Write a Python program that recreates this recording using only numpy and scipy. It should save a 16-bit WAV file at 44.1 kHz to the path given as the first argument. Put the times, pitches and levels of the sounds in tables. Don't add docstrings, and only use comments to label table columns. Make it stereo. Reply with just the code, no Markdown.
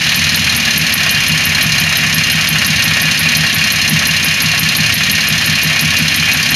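import sys
import numpy as np
from scipy import signal
from scipy.fft import rfft, irfft, next_fast_len
from scipy.io import wavfile

SR = 44100
rng = np.random.default_rng(int(sys.argv[2]) if len(sys.argv) > 2 else 0)


def unload_wav(signal):
    wavfile.write(
        sys.argv[1],
        SR,
        np.round(np.clip(np.atleast_2d(signal).T, -1, 1) * 32767).astype(np.int16),
    )


N = 288855
TIME = np.arange(N) / SR
START_TURNS = 0.776
FAST_TURNS_PER_S = 18.9

# t/s, speed/(turns per second)
CRANK_SPEED = [(0, 20.08), (0.45, 19.77), (0.68, 18.4), (0.85, 18.83), (1.05, 17.39), (2.4, 17.41),
               (2.55, 17.05), (3.7, 17.07), (5.4, 17.42), (5.75, 16.97), (6.55, 17.45)]
# share of that cycle, relative level/dB
EXHAUST_PUFFS = [(0.058, 3), (0.169, -9.5), (0.309, -9), (0.473, -4.5), (0.652, -36), (0.812, -4.5),
                 (.95, -3)]
# f/Hz, width/Hz, relative level/dB
PIPE_NOTES = [(85.7, 4.8, 5.5), (111.3, 13.6, -5), (156.7, 13.6, 9), (185, 32, 1), (230.4, 26.4, 2.5),
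              (289.3, 20, -10)]
# t/s, relative level/dB
SPIT_STRENGTH = [(.6, 3.5), (.94, 10), (1.25, 3.5), (2.3, 2), (2.55, 8.5), (3.05, 2), (4.55, 7), (5.2, 3.5),
                 (5.7, 1), (6.55, -0.5)]
# angle/turns, relative levels of clack/dB, knock/dB, thud/dB
CRANK_HITS = [(.115, 3, -0.5, 1.5), (.22, -7, 0, -14), (0.391, -11.5, -11, -9), (.605, 8.5, -31, -4.5),
              (.67, 0.5, -6.5, -23), (.79, -23, -3, -33), (0.953, -8, -4, 0)]
# f/Hz, width/Hz, relative level/dB
FIN_NOTES = [(1102.8, 9.6, 10), (1742, 84, 1), (1857, 19, 6), (2280, 15, 3.5), (2439, 37, 5), (2465, 24, 6),
             (2767, 35, 4.5), (2795, 17, 3.5), (3126, 16, 6), (3364, 12, 4.5), (3830, 19, 6.5),
             (4165, 65, 5.5), (4310, 29, 4), (4670, 23, -5), (4694, 32, 6.5), (5010, 29, 2),
             (5140, 30, 6.5), (5300, 99, -2), (5940, 120, -13)]
# f/Hz, relative level/dB
WHIRR_COLOUR = [(25, -55), (62, 2), (120, 5.5), (220, 4), (370, -14.5), (700, -11), (900, -13.5),
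                (1300, -14.5), (1750, -1), (2600, -0.5), (3400, -2.5), (5000, -9.5), (7000, -5.5),
                (11000, -19), (14000, -39)]
SPIT_COLOUR = [(3000, -5), (8000, -3.5), (9500, 0.5), (10700, 8), (11700, 11.5), (12600, 3), (14000, -10)]
CLACK_COLOUR = [(500, -20.5), (1500, -10), (3000, -1), (4300, 1.5), (4800, -2), (5300, -0.5), (5700, -2),
                (6200, 5), (6550, 2.5), (7200, -5.5), (9500, -8), (10500, -6.5), (12000, -10), (14000, -25)]
KNOCK_COLOUR = [(400, -33.5), (1300, -12.5), (1800, -5), (2450, -2), (2850, 2), (3400, -6.5), (4500, -12),
                (7000, -21), (13000, -20.5)]
THUD_COLOUR = [(200, -12), (400, -18), (700, -4), (900, -12), (1400, -2.5), (1750, -2), (2200, 0.5),
               (3200, -21), (8000, -49)]
# t/s, exhaust bark/dB, rasp/dB, thud/dB, fin ring/dB
LISTENING_SPOT = [(0, -1, 3.5, -2, -2.5), (.6, 1.5, 1.5, 1, -2), (1.1, -1, 0, 1, 3), (2.2, -3, -0.5, 2, 1),
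                  (3.1, 0.5, 0.5, 0.5, 2.5), (4.2, -1, 0, 0.5, 2), (5.2, -3.5, 1.5, -1, 0.5),
                  (5.8, 1.5, 0.5, 1.5, 1.5), (6.55, 2, 0, 0, 2.5)]
# f/Hz, likeness (1 = fully alike)
STEREO_LIKENESS = [(30, 0.46), (70, 0.71), (150, 0.96), (400, 1), (700, 1), (1400, 0.94), (2600, 0.9),
                   (5000, 0.51), (9000, 0.17), (12000, 0.76)]
# f/Hz, left minus right level/dB
STEREO_LEAN = [(100, -0.5), (650, 0), (1230, -1), (2260, -2.5), (4100, -2.5), (12000, -2)]
# f/Hz, phase lead of the left side/rad
STEREO_PHASE = [(1500, -0.11), (2150, 0.01), (3360, 1), (3880, 0.66), (4570, 0.13), (6550, -0.27),
                (7200, 0.22), (9700, 0.66), (11500, 1), (14000, -0.068)]


def from_db(db):
    return 10 ** (np.asarray(db) / 20)


def unit_power(x):
    return x / np.sqrt(np.mean(x ** 2) + 1e-20)


def at_hz(table, hz):
    known_hz, values = np.transpose(table)
    return np.interp(np.log(hz + 1e-3), np.log(known_hz), values)


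def resonate(x, hz, width_hz):
    r = np.exp(-np.pi * width_hz / SR)
    feedback = [1, -2 * r * np.cos(2 * np.pi * hz / SR), r * r]
    return signal.lfilter(np.array([1, 0, -1]) * (1 - r * r) / 2, feedback, x + 1e-18)


def smooth(x, seconds):
    r = np.exp(-1 / (seconds * SR))
    return signal.lfilter([1 - r], [1, -r], x + 1e-18)


def clicks(times, sizes):
    inside = (times >= 0) & (times < TIME[-1])
    return np.bincount((times[inside] * SR).astype(int), sizes[inside], N)


def fading_bursts(times, level_db, fade_s, rise_s):
    energy = smooth(clicks(times, from_db(level_db) ** 2), fade_s / np.log(1e6))
    return np.sqrt(smooth(energy, rise_s))


def noise(colour, grain_db):
    size = next_fast_len(N)
    hz = np.arange(size // 2 + 1) * SR / size
    grain_levels = from_db(grain_db * np.clip(rng.standard_normal(size // 24 + 1), -2, 2))
    grains = np.repeat(grain_levels, 24)[:size]
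    mid, side = rfft(rng.standard_normal((2, size)) * grains) * from_db(at_hz(colour, hz))
    alike = np.clip(at_hz(STEREO_LIKENESS, hz), -1, 1)
    both = np.sqrt(1 + alike) * mid + np.sqrt(1 - alike) * side * np.array([[1], [-1]])
    left = from_db(at_hz(STEREO_LEAN, hz) / 2) * np.exp(1j * at_hz(STEREO_PHASE, hz) / 2)
    return unit_power(irfft(both * [left, 1 / left], size)[:, :N])


def strong_burns():
    t = np.arange(-SR // 2, N + SR // 2, 40) / SR
    speed = np.interp(t, *np.transpose(CRANK_SPEED))
    angle = np.cumsum(speed) * (t[1] - t[0])
    angle = angle + START_TURNS - np.interp(0, t, angle)
    turns = [0]
    while turns[-1] < np.interp(TIME[-1], t, angle):
        fast = np.interp(turns[-1], angle, speed) > FAST_TURNS_PER_S
        turns.append(turns[-1] + (4 if fast else 3))
    return np.interp(turns, angle, t), np.array(turns)


def cycle_wave(rises_at):
    burn_times, _ = strong_burns()
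    cycles = np.interp(TIME, burn_times, np.arange(len(burn_times)))
    return np.sin(2 * np.pi * (cycles - rises_at))


def garage_echo(x, fade_s, level_db):
    t = TIME[:SR // 2]
    tail = rng.standard_normal((2, len(t))) * from_db(-60 * t / fade_s) * (t > 0.008)
    tail /= np.sqrt(np.sum(tail ** 2, axis=1, keepdims=True))
    return from_db(level_db) * signal.fftconvolve(x, tail, axes=1)[:, :N]


def whirr():
    return from_db(-18.5) * noise(WHIRR_COLOUR, grain_db=0.5)


def gas_spit(lead_s, scatter_db):
    times, _ = strong_burns()
    jet = noise(SPIT_COLOUR, grain_db=2)
    strength_db = np.interp(times, *np.transpose(SPIT_STRENGTH))
    strength_db += scatter_db * np.clip(rng.standard_normal(len(times)), -2, 2)
    bursts = fading_bursts(times - lead_s, strength_db, fade_s=0.063, rise_s=0.0023)
    return from_db(-23) * unit_power(bursts) * jet


def exhaust(bark_db, scatter_db, jitter_s):
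    burn_times, _ = strong_burns()
    shares, puff_db = np.transpose(EXHAUST_PUFFS)
    times = (burn_times[:-1, None] + np.diff(burn_times)[:, None] * shares).ravel()
    time_luck, size_luck = rng.standard_normal((len(times), 2)).T
    sizes = from_db(np.resize(puff_db, len(times)) + scatter_db * size_luck)
    puffs = clicks(times + jitter_s * time_luck, sizes)
    boom = 0
    for hz, width_hz, db in PIPE_NOTES:
        gain = from_db(db + bark_db * (hz > 200))
        boom = boom + gain * resonate(resonate(puffs, hz, width_hz), hz, width_hz)
    sway = from_db(-0.5 * cycle_wave(rises_at=0.017))
    return from_db(-22.5) * unit_power(boom * sway)


def metal_hits(angle, places, level_db, swing_db, colour, fade_s, solid_share, scatter_db, jitter_s):
    hit_angles = np.arange(int(angle[-1]) + 1)[:, None] + places
    time_luck, force_luck = rng.standard_normal((2,) + hit_angles.shape)
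    times = np.interp(hit_angles, angle, TIME, left=-1, right=-1) + jitter_s * time_luck
    force_db = level_db + np.interp(times, TIME, swing_db) + scatter_db * np.clip(force_luck, -2, 2)
    bursts = fading_bursts(times.ravel(), force_db.ravel(), fade_s, rise_s=0.001)
    rattle = bursts * noise(colour, grain_db=1.0)
    size = SR // 8
    metal = noise(colour, grain_db=-1.5)
    fade = from_db(-60 * TIME[:size] / fade_s)
    solid = 0
    for k in range(len(places)):
        ring = metal[:, k * size:(k + 1) * size] * fade
        strikes = clicks(times[:, k], from_db(force_db[:, k]))
        solid = solid + signal.oaconvolve(strikes[None], ring, axes=1)[:, :N]
    return np.sqrt(solid_share) * unit_power(solid) + np.sqrt(1 - solid_share) * unit_power(rattle)


def clatter(thud_boost_db):
    surge = 0.0415 * cycle_wave(rises_at=0.176)
    angle = np.interp(TIME, *strong_burns()) + surge
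    places, clack_db, knock_db, thud_db = np.transpose(CRANK_HITS)
    clack_swing_db = 0.9 * cycle_wave(rises_at=0.51)
    knock_swing_db = 0.82 * cycle_wave(rises_at=0.32)
    clack = metal_hits(angle, places, clack_db, clack_swing_db, CLACK_COLOUR,
                       fade_s=0.067, solid_share=0.51, scatter_db=1.57, jitter_s=0.00056)
    knock = metal_hits(angle, places, knock_db, knock_swing_db, KNOCK_COLOUR,
                       fade_s=0.13, solid_share=0.37, scatter_db=0.7, jitter_s=0.0005)
    thud = metal_hits(angle, places, thud_db, knock_swing_db, THUD_COLOUR,
                      fade_s=0.19, solid_share=0.33, scatter_db=3.0, jitter_s=0.000716)
    return from_db(-19) * clack + from_db(-19.5) * knock + from_db(-25 + thud_boost_db) * thud


def ringing_fins(shake, rasp_db, ring_db):
    rasp = resonate(shake, hz=4000, width_hz=1800)
    shake = shake + (from_db(rasp_db) - 1) * rasp
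    ring = sum(from_db(db - 2.5) * resonate(shake, hz, width_hz) for hz, width_hz, db in FIN_NOTES)
    return shake + from_db(ring_db) * ring


def scene():
    times, *boosts = np.transpose(LISTENING_SPOT)
    bark_db, rasp_db, thud_db, ring_db = (np.interp(TIME, times, boost) for boost in boosts)
    engine = ringing_fins(clatter(thud_db) + whirr(), rasp_db, ring_db)
    engine += gas_spit(lead_s=0.0043, scatter_db=1.5)
    engine += exhaust(bark_db, scatter_db=2.5, jitter_s=0.00041)
    return engine + garage_echo(engine, fade_s=0.15, level_db=-15)


def limiter(x, threshold_db, lag_s):
    treble = signal.sosfilt(signal.butter(2, 9000, "high", fs=SR, output="sos"), x)
    level = np.sqrt(smooth(np.mean(treble ** 2, axis=0), 0.0005))
    excess = np.maximum(level / from_db(threshold_db) - 1, 0)
    return x / (1 + smooth(excess, lag_s))


def record(dry):
    x = dry - 0.9 * resonate(dry, hz=7810, width_hz=2270)
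    x = limiter(x, threshold_db=-18.5, lag_s=0.0079)
    x = x / (1 + (x / 0.9) ** 8) ** (1 / 8)
    return signal.sosfilt(signal.ellip(10, 0.2, 70, 13700, fs=SR, output="sos"), x)


dry = scene()
out = record(dry)
unload_wav(out)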